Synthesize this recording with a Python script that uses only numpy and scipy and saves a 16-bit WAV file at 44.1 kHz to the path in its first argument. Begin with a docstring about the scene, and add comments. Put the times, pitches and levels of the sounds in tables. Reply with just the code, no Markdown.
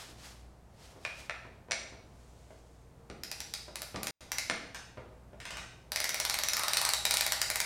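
"""In a hard-walled garage, a ratcheting torque wrench tightens a bolt on a bicycle.
Brief impacts excite the resonances of steel: the socket knocks onto the bolt, the pawl ticks slowly
over its teeth, light ticks ring the handle, then the pawl runs in quick, uneven clicks. The frame bumps
in its stand, and the walls reflect every blow. Friction makes the sleeves swish and the bolt rasp,
over a faint note, air noise and mains hum. The sound drops out once, briefly."""
import sys
import numpy as np
from scipy import signal
from scipy.fft import rfft, irfft, next_fast_len
from scipy.io import wavfile
from scipy.ndimage import uniform_filter1d, map_coordinates

SR = 44100
rng = np.random.default_rng(int(sys.argv[2]) if len(sys.argv) > 2 else 0)


def digitize_waveform(pressure):
    """Quantize a signal to 16-bit integers and store it at the path in sys.argv[1].

    Rows of a 2-D input are taken as channels; values are limited to [-1, 1].
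    """
    field = np.atleast_2d(pressure).T
    bounded = np.clip(field, -1, 1)
    quanta = np.round(bounded * 32767).astype(np.int16)
    wavfile.write(sys.argv[1], SR, quanta)


N = 337365
TIME = np.arange(N) / SR


# the pawl drops off a tooth: (time [s], level [dB], stressed resonance [Hz])
PAWL_SNAPS = [(3.235, -29, 5150), (3.3149, -28, 4860), (3.4038, -28.5, 5760), (3.5381, -25.5, 4900),
              (3.7568, -28.5, 5900), (3.8189, -28.5, 5130), (4.0317, -26.5, 10000), (4.0701, -24.5, 2330),
              (4.3179, -23, 5850), (4.3837, -21, 2120), (5.9191, -24, 4300), (5.96, -20, 2050),
              (6.0023, -22, 2270), (6.0422, -20.5, 2090), (6.0926, -22, 5800), (6.1438, -22.5, 2200),
              (6.2003, -20, 5800), (6.2509, -20.5, 4450), (6.2977, -19.5, 4290), (6.342, -21.5, 2180),
              (6.3877, -21.5, 4420), (6.4354, -20, 5850), (6.4855, -19, 6000), (6.5338, -19.5, 5250),
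              (6.5681, -22, 1910), (6.5943, -24, 4240), (6.6348, -22.5, 3840), (6.682, -19.5, 3700),
              (6.7339, -18, 3930), (6.7705, -16, 4240), (6.8146, -21, 4900), (6.8507, -17.5, 4240),
              (6.8903, -19.5, 4550), (6.9354, -17, 3860), (7.0525, -16, 3940), (7.1093, -16.5, 2220),
              (7.1403, -18.5, 2160), (7.1702, -18, 2350), (7.209, -17, 7470), (7.2645, -20, 2230),
              (7.3211, -17.5, 1800), (7.416, -17, 4800), (7.5014, -20, 2180), (7.5576, -20.5, 2090),
              (7.6024, -18, 2080)]
# spectrum of a snap: (frequency [Hz], gain [dB])
PAWL_SPECTRUM = [(150, -20.5), (400, -11), (600, -5.5), (1200, -4), (2200, 1.5), (3000, -5), (4200, -1),
                 (5800, -0.5), (6800, -6), (9500, -6.5), (12800, -7.5), (14700, -9.5), (16000, -17)]
# resonances heard in each snap, low, steady ringing of the room and higher rings of the steel head:
# (frequency [Hz], bandwidth [Hz], gain [dB])
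SNAP_RESONANCES = [(608, 78, 7.5), (816, 47, 10), (948, 28, 3.5), (2220, 200, -1.5), (3830, 160, 4.5),
                   (4600, 410, 2.5), (6000, 260, 2), (7300, 190, 1.5), (9240, 420, 3.5), (9930, 320, 2)]
# a snap harder than its neighbours feeds the steel's ring: (frequency [Hz], gain [dB per excess dB])
FORCE_TILT = [(1000, -0.75), (2100, 0), (3500, 0.3), (6500, 0.6), (10000, -.5)]
# a loose bolt gives thin snaps: (frequency [Hz], gain [dB])
LOOSE_TILT = [(1000, -2.5), (2100, -0.5), (3500, 0.5), (5500, 0.5), (10000, -1)]
# a tight bolt gives harder, higher snaps: (frequency [Hz], gain [dB])
TIGHT_TILT = [(500, -2), (1000, .5), (2100, -0.7), (4200, 0.5), (5800, -1.5), (7600, 3.5), (10000, .5)]

def ratchet(tail):
    """Impact excitation: the pawl strikes the head; force and bolt tightness shape the spectrum."""
    seat_s, tight_s, transition_s = 3.76, 6.76, 0.1
    out = np.zeros(N)
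    levels = np.array(PAWL_SNAPS)[:, 1]
    excess_db = levels - uniform_filter1d(levels, size=7, mode="nearest")
    pings_hz = rng.uniform(6430, 15630, size=(len(PAWL_SNAPS), 4))  # high modes vary with each snap
    knocks_db = rng.normal(0.5, 2, len(PAWL_SNAPS))  # the head's low mode is struck unevenly
    for (s, db, ring_hz), excess, pings, knock_db in zip(PAWL_SNAPS, excess_db, pings_hz, knocks_db):
        seated = 0.5 + 0.5 * np.tanh((s - seat_s) / transition_s)
        tight = 0.5 + 0.5 * np.tanh((s - tight_s) / transition_s)
        modes = [*SNAP_RESONANCES, (ring_hz, 350, 7), (2210, 240, knock_db)]
        modes += [(ping, 350, 5) for ping in pings]
        spectrum = lambda hz: (along(PAWL_SPECTRUM, hz) + resonance_db(modes, hz)
                               + excess * along(FORCE_TILT, hz)
                               + (1 - seated) * along(LOOSE_TILT, hz)
                               + tight * along(TIGHT_TILT, hz))
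        snap = impact(spectrum, chatter_s=0.0012, ripple=0.53)
        add(out, s, amp(db + 16.5) * in_garage(snap, tail, wet_db=1))
    return out


# knocks on the bolt: (time [s], level [dB], resonance [Hz], resonance gain [dB], treble gain [dB])
SOCKET_KNOCKS = [(1.0502, -19.5, 2440, 13, -1.5), (1.2967, -20.5, 1320, 10, -4),
                 (1.7104, -19.5, 5750, 11, 6.5), (1.7188, -16.5, 2230, 10.5, 10.5),
                 (3.1002, -36, 2340, 8.5, 6), (3.96, -25.5, 1170, 19.5, 7.5), (4.4987, -15, 2130, 8.5, 2.5)]
# spectrum of a knock: (frequency [Hz], gain [dB])
SOCKET_SPECTRUM = [(120, -32), (450, -10), (620, -2), (1000, -5.5), (1500, -0.5), (2400, 1.5), (3100, -8.5),
                   (4300, -7), (5800, -12.5), (8000, -23), (9100, -19), (10800, -33), (12500, -45),
                   (15500, -49.5)]
# resonances of the socket: (frequency [Hz], bandwidth [Hz], gain [dB])
SOCKET_MODES = [(600, 150, 5), (1760, 160, 3.5), (2410, 330, 0.5), (5800, 400, 4.5), (7470, 250, 12),
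                (8960, 200, 8.5)]

def socket(tail):
    """Selective excitation: each dull, heavy knock stresses one resonance of the socket or bolt."""
    out = np.zeros(N)
    for s, db, ring_hz, ring_db, treble_db in SOCKET_KNOCKS:
        shelf = [(2500, 0), (5000, treble_db)]
        modes = [*SOCKET_MODES, (ring_hz, 120, ring_db)]
        spectrum = lambda hz: along(SOCKET_SPECTRUM, hz) + along(shelf, hz) + resonance_db(modes, hz)
        knock = impact(spectrum, chatter_s=0.00099, ripple=0.35)
        add(out, s - 0.0002, amp(db + 12.5) * in_garage(knock, tail, wet_db=0))
    return out


# light ticks on the handle: (time [s], level [dB])
HANDLE_TICKS = [(4.7462, -29.5), (5.4018, -34.5), (5.4532, -29.5), (5.5065, -29), (5.57, -29)]
# spectrum of a tick: (frequency [Hz], gain [dB])
TICK_SPECTRUM = [(300, -8.5), (800, -5), (2200, 2), (3200, -3), (6000, -7.5), (9300, -11.5), (11000, -16.5),
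                 (15500, -26)]
# normal modes of the handle: (frequency [Hz], relative level [dB], 60 dB decay time [s])
HANDLE_MODES = [(1539, 5.5, 0.22), (1907, -4, 0.45), (2460, -6, 0.3), (2620, -11, 0.48), (3450, -10, .4),
                (3720, -5.5, 0.33), (3760, -18, 0.57), (4610, -5, 0.21), (5220, 2, 0.21), (6280, -2, 0.25),
                (6360, -13, 0.37), (7505, -14, 0.3), (8600, -5.5, 0.3)]

def handle(tail):
    """Free vibration: after each tick the loosely held steel handle rings as a sum of damped modes."""
    out, t = np.zeros(N), np.arange(SR // 2) / SR
    for s, db in HANDLE_TICKS:
        ring = sum(amp(mode_db + rng.normal(0, 0.8) - 60 * t / t60) * np.sin(2 * np.pi * hz * t)
                   for hz, mode_db, t60 in HANDLE_MODES)
        tick = amp(-7.5) * ring / np.linalg.norm(ring)
        add(tick, 0, impact(lambda hz: along(TICK_SPECTRUM, hz), chatter_s=0.0013))
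        add(out, s, amp(db + 11.5) * in_garage(tick, tail, wet_db=6.5))
    return out


# the frame bumps in its stand: (time [s], level [dB], resonance [Hz])
FRAME_BUMPS = [(.09, -46.5, 332), (.96, -46, 340), (1.45, -42.5, 430), (1.684, -43.5, 650),
               (1.701, -42, 900), (1.922, -43, 620), (2.505, -44, 623), (3.099, -36.5, 400),
               (3.681, -39, 595), (3.944, -30.5, 670), (3.96, -34.5, 600), (4.499, -32, 265),
               (4.972, -39, 390), (4.978, -37.5, 490), (5.331, -43.5, 590)]
# spectrum of a bump: (frequency [Hz], gain [dB])
BUMP_SPECTRUM = [(50, -12), (122, -2), (190, -5.5), (265, -2), (360, -2), (640, -3), (1100, -10.5),
                 (2200, -18.5), (3500, -25.5), (10000, -52)]

def frame(tail):
    """Compliant impact: the padded clamp lengthens each contact, so the bicycle thuds soft and low."""
    out = np.zeros(N)
    for s, db, thud_hz in FRAME_BUMPS:
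        spectrum = lambda hz: along(BUMP_SPECTRUM, hz) + resonance_db([(thud_hz, 64, 6.5)], hz)
        bump = impact(spectrum, chatter_s=0.0037)
        add(out, s, amp(db + 18) * in_garage(bump, tail, wet_db=3))
    return out


# strokes of the arm: (peak time [s], relative level [dB])
SLEEVE_STROKES = [(.01, -63), (0.254, -66), (.855, -71), (1.071, -71), (1.195, -68)]
# spectrum of sliding cloth: (frequency [Hz], gain [dB])
SLEEVE_SPECTRUM = [(200, -7.5), (700, 3.5), (2000, 1), (5000, 2), (8000, -3), (12000, -11), (16000, -21)]

def sleeves():
    """Sliding friction: cloth slips unevenly on the arm, in swishes that rise fast and fall slower."""
    rise_db_per_s, fall_db_per_s, rounding_s = 165, 95, 0.02
    envelope = np.zeros(N)
    for s, db in SLEEVE_STROKES:
        slope = np.where(TIME < s, rise_db_per_s, fall_db_per_s)
        from_peak_s = np.hypot(TIME - s, rounding_s) - rounding_s
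        envelope = np.maximum(envelope, amp(db - slope * from_peak_s))
    return envelope * amp(14 + 0.87 * wobble(35)) * noise(SLEEVE_SPECTRUM)


# whisper of the free-turning bolt: (time [s], level [dB]) and (frequency [Hz], gain [dB])
SPIN_LEVELS = [(2.05, -80), (2.2, -69.5), (2.5, -68.5), (2.8, -73.5), (2.95, -85)]
SPIN_SPECTRUM = [(1500, -3), (3300, -0.5), (4400, -1), (7000, 0.5), (9200, -4.5), (10500, -9.5),
                 (15000, -18.5)]
# rasp of the loaded thread: (time [s], level [dB]) and (frequency [Hz], gain [dB])
RASP_LEVELS = [(6.45, -68), (6.56, -45.5), (6.63, -38), (6.75, -46), (6.86, -40.5), (6.96, -50)]
RASP_SPECTRUM = [(300, -28.5), (600, -6), (850, 3), (1250, 13.5), (1600, 0), (4000, -12), (12000, -51)]

def bolt():
    """Thread friction: the bolt whispers while it turns freely and rasps under load."""
    whisper = level(SPIN_LEVELS) * amp(0.8 * wobble(29.7)) * noise(SPIN_SPECTRUM)
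    rasp = level(RASP_LEVELS) * amp(2.4 * wobble(90)) * noise(RASP_SPECTRUM)
    return whisper + rasp


def faint_note():
    """Amplitude modulation: a faint, wavering note swells and fades around the pawl's first ticks."""
    peak_s, half_width_s, pitch_hz, peak_db = 3.1, 0.9, 462, -69
    swell = amp(peak_db) * np.exp(-((TIME - peak_s) / half_width_s) ** 2)
    return swell * unit(np.sin(2 * np.pi * pitch_hz * TIME + 0.5 * wobble(12)))


# spectrum of the room's air noise: (frequency [Hz], gain [dB])
AIR_SPECTRUM = [(20, -13), (35, -10.5), (60, -1), (95, -5), (150, -6.5), (300, -14), (480, -15.5),
                (700, -15), (1200, -23.5), (3300, -36.5), (8500, -38.5), (16000, -48.5)]
# harmonics of the mains hum: (frequency [Hz], mean level [dB])
HUM_HARMONICS = [(59.8, -61.5), (119.8, -66.5)]

def room_tone():
    """Superposition: low, nearly steady air noise lies under two wavering harmonics of mains hum."""
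    air = amp(-58 + 0.8 * wobble(5)) * noise(AIR_SPECTRUM)
    hum = sum(amp(db + 2.5 * wobble(4)) * unit(np.sin(2 * np.pi * hz * TIME + 0.18 * wobble(3)))
              for hz, db in HUM_HARMONICS)
    return air + hum


# reverberation of the garage: (frequency [Hz], 60 dB decay time [s])
REVERB_TIMES = [(200, 0.65), (530, 0.77), (1400, 0.59), (3700, 0.66), (9000, 0.54), (15000, 0.43)]

def diffuse_tail():
    """Diffuse field: a noise tail of unit energy decays exponentially, each band at its own rate."""
    hz, t, bands = signal.stft(rng.standard_normal(SR * 3 // 4), SR, nperseg=256)
    build_up = 1 - np.exp(-t / 0.0012)
    decay = amp(-60 * t / along(REVERB_TIMES, hz)[:, None])
    _, tail = signal.istft(bands * build_up * decay, SR, nperseg=256)
    return tail / np.linalg.norm(tail)


# early reflections from the near walls: (delay [s], gain [dB])
WALL_ECHOES = [(.0085, -13), (.0114, -9), (0.013, -17.5), (.015, -14)]

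def in_garage(sound, steady_tail, wet_db):
    """Convolution with the room's impulse response: direct sound, early reflections and a tail."""
    crossover_hz, absorption_hz = 2200, 9460
    # the tool's small moves change only the short waves of the tail
    tail = one_pole(steady_tail, crossover_hz, "low") + one_pole(diffuse_tail(), crossover_hz, "high")
    response = amp(wet_db) * tail
    for delay, db in WALL_ECHOES:
        add(response, abs(delay + rng.normal(0, 0.0003)), amp([db]))
    response = one_pole(response, absorption_hz, "low")  # the walls absorb treble
    response[0] += 1  # direct path
    return signal.fftconvolve(sound, response)


def impact(spectrum_db, chatter_s, ripple=0.63, size=4096):
    """Source and filter: briefly chattering faces drive a causal body, giving a blow of unit energy."""
    age = np.arange(size) / SR / chatter_s
    force = rfft(rng.standard_normal(size) * np.sqrt(age) * np.exp(-age))
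    body_gain = amp(spectrum_db(np.fft.rfftfreq(size, 1 / SR)))
    # the force keeps only a share (ripple) of its own spectral unevenness
    gain = body_gain * (np.abs(force) + 1e-9) ** (ripple - 1)
    # folding the cepstrum gives a minimum-phase response
    cepstrum = irfft(np.log(gain))
    cepstrum[1:size // 2] *= 2
    cepstrum[size // 2 + 1:] = 0
    blow = irfft(force * np.exp(rfft(cepstrum)))
    return blow / np.linalg.norm(blow)


def resonance_db(modes, hz):
    """Resonance: summed Lorentzian peaks from (frequency [Hz], bandwidth [Hz], gain [dB]) rows."""
    return sum(db / (1 + (2 * (hz - centre) / width) ** 2) for centre, width, db in modes)


def amp(db):
    """Decibels to amplitude ratio."""
    return 10 ** (np.asarray(db) / 20)


def unit(x):
    """Normalisation to rms 1."""
    return x / np.sqrt(np.mean(x ** 2) + 1e-20)


def along(points, hz):
    """Interpolation of (frequency [Hz], value) points on a logarithmic frequency axis."""
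    frequencies, values = np.transpose(points)
    return np.interp(np.log(hz + 1), np.log(frequencies), values)


def level(rows):
    """Amplitude envelope from (time [s], level [dB]) rows, silent outside them."""
    s, db = np.transpose(rows)
    return amp(np.interp(TIME, s, db, left=-120, right=-120))


def wobble(rate):
    """Random modulation: a smooth curve with rate knots a second."""
    return map_coordinates(rng.standard_normal(int(N * rate / SR) + 4), [TIME * rate])


def one_pole(x, cutoff_hz, kind):
    """First-order low-pass or high-pass filtering."""
    return signal.lfilter(*signal.butter(1, cutoff_hz, kind, fs=SR), x)


def filtered(x, gain):
    """Zero-phase filtering by a gain that depends on frequency."""
    size = next_fast_len(N + SR // 2)
    return irfft(rfft(x, size) * gain(np.fft.rfftfreq(size, 1 / SR)), size)[:N]


def noise(spectrum):
    """Spectral shaping of white noise, at rms 1."""
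    return unit(filtered(rng.standard_normal(N), lambda hz: amp(along(spectrum, hz))))


def add(track, s, sound):
    """Superposition of a sound on the track at time s."""
    part = track[round(s * SR):][:len(sound)]
    part += sound[:len(part)]


def scene():
    """Linear superposition: reverberant impacts, friction and background sum in one channel."""
    tail = diffuse_tail()
    impacts = ratchet(tail) + socket(tail) + handle(tail) + frame(tail)
    return (impacts + sleeves() + bolt() + faint_note() + room_tone())[None]


def record(dry):
    """Gating and band limiting: the sound drops out once, briefly, and the highest treble is cut."""
    dropout_start_s, dropout_end_s, dropout_db, top_hz = 4.109, 4.207, -45, 16000
    dropout = (TIME > dropout_start_s) & (TIME < dropout_end_s)
    gated = dry[0] * np.where(dropout, amp(dropout_db), 1)
    return filtered(gated, lambda hz: hz < top_hz)[None]


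dry = scene()
out = record(dry)
digitize_waveform(out)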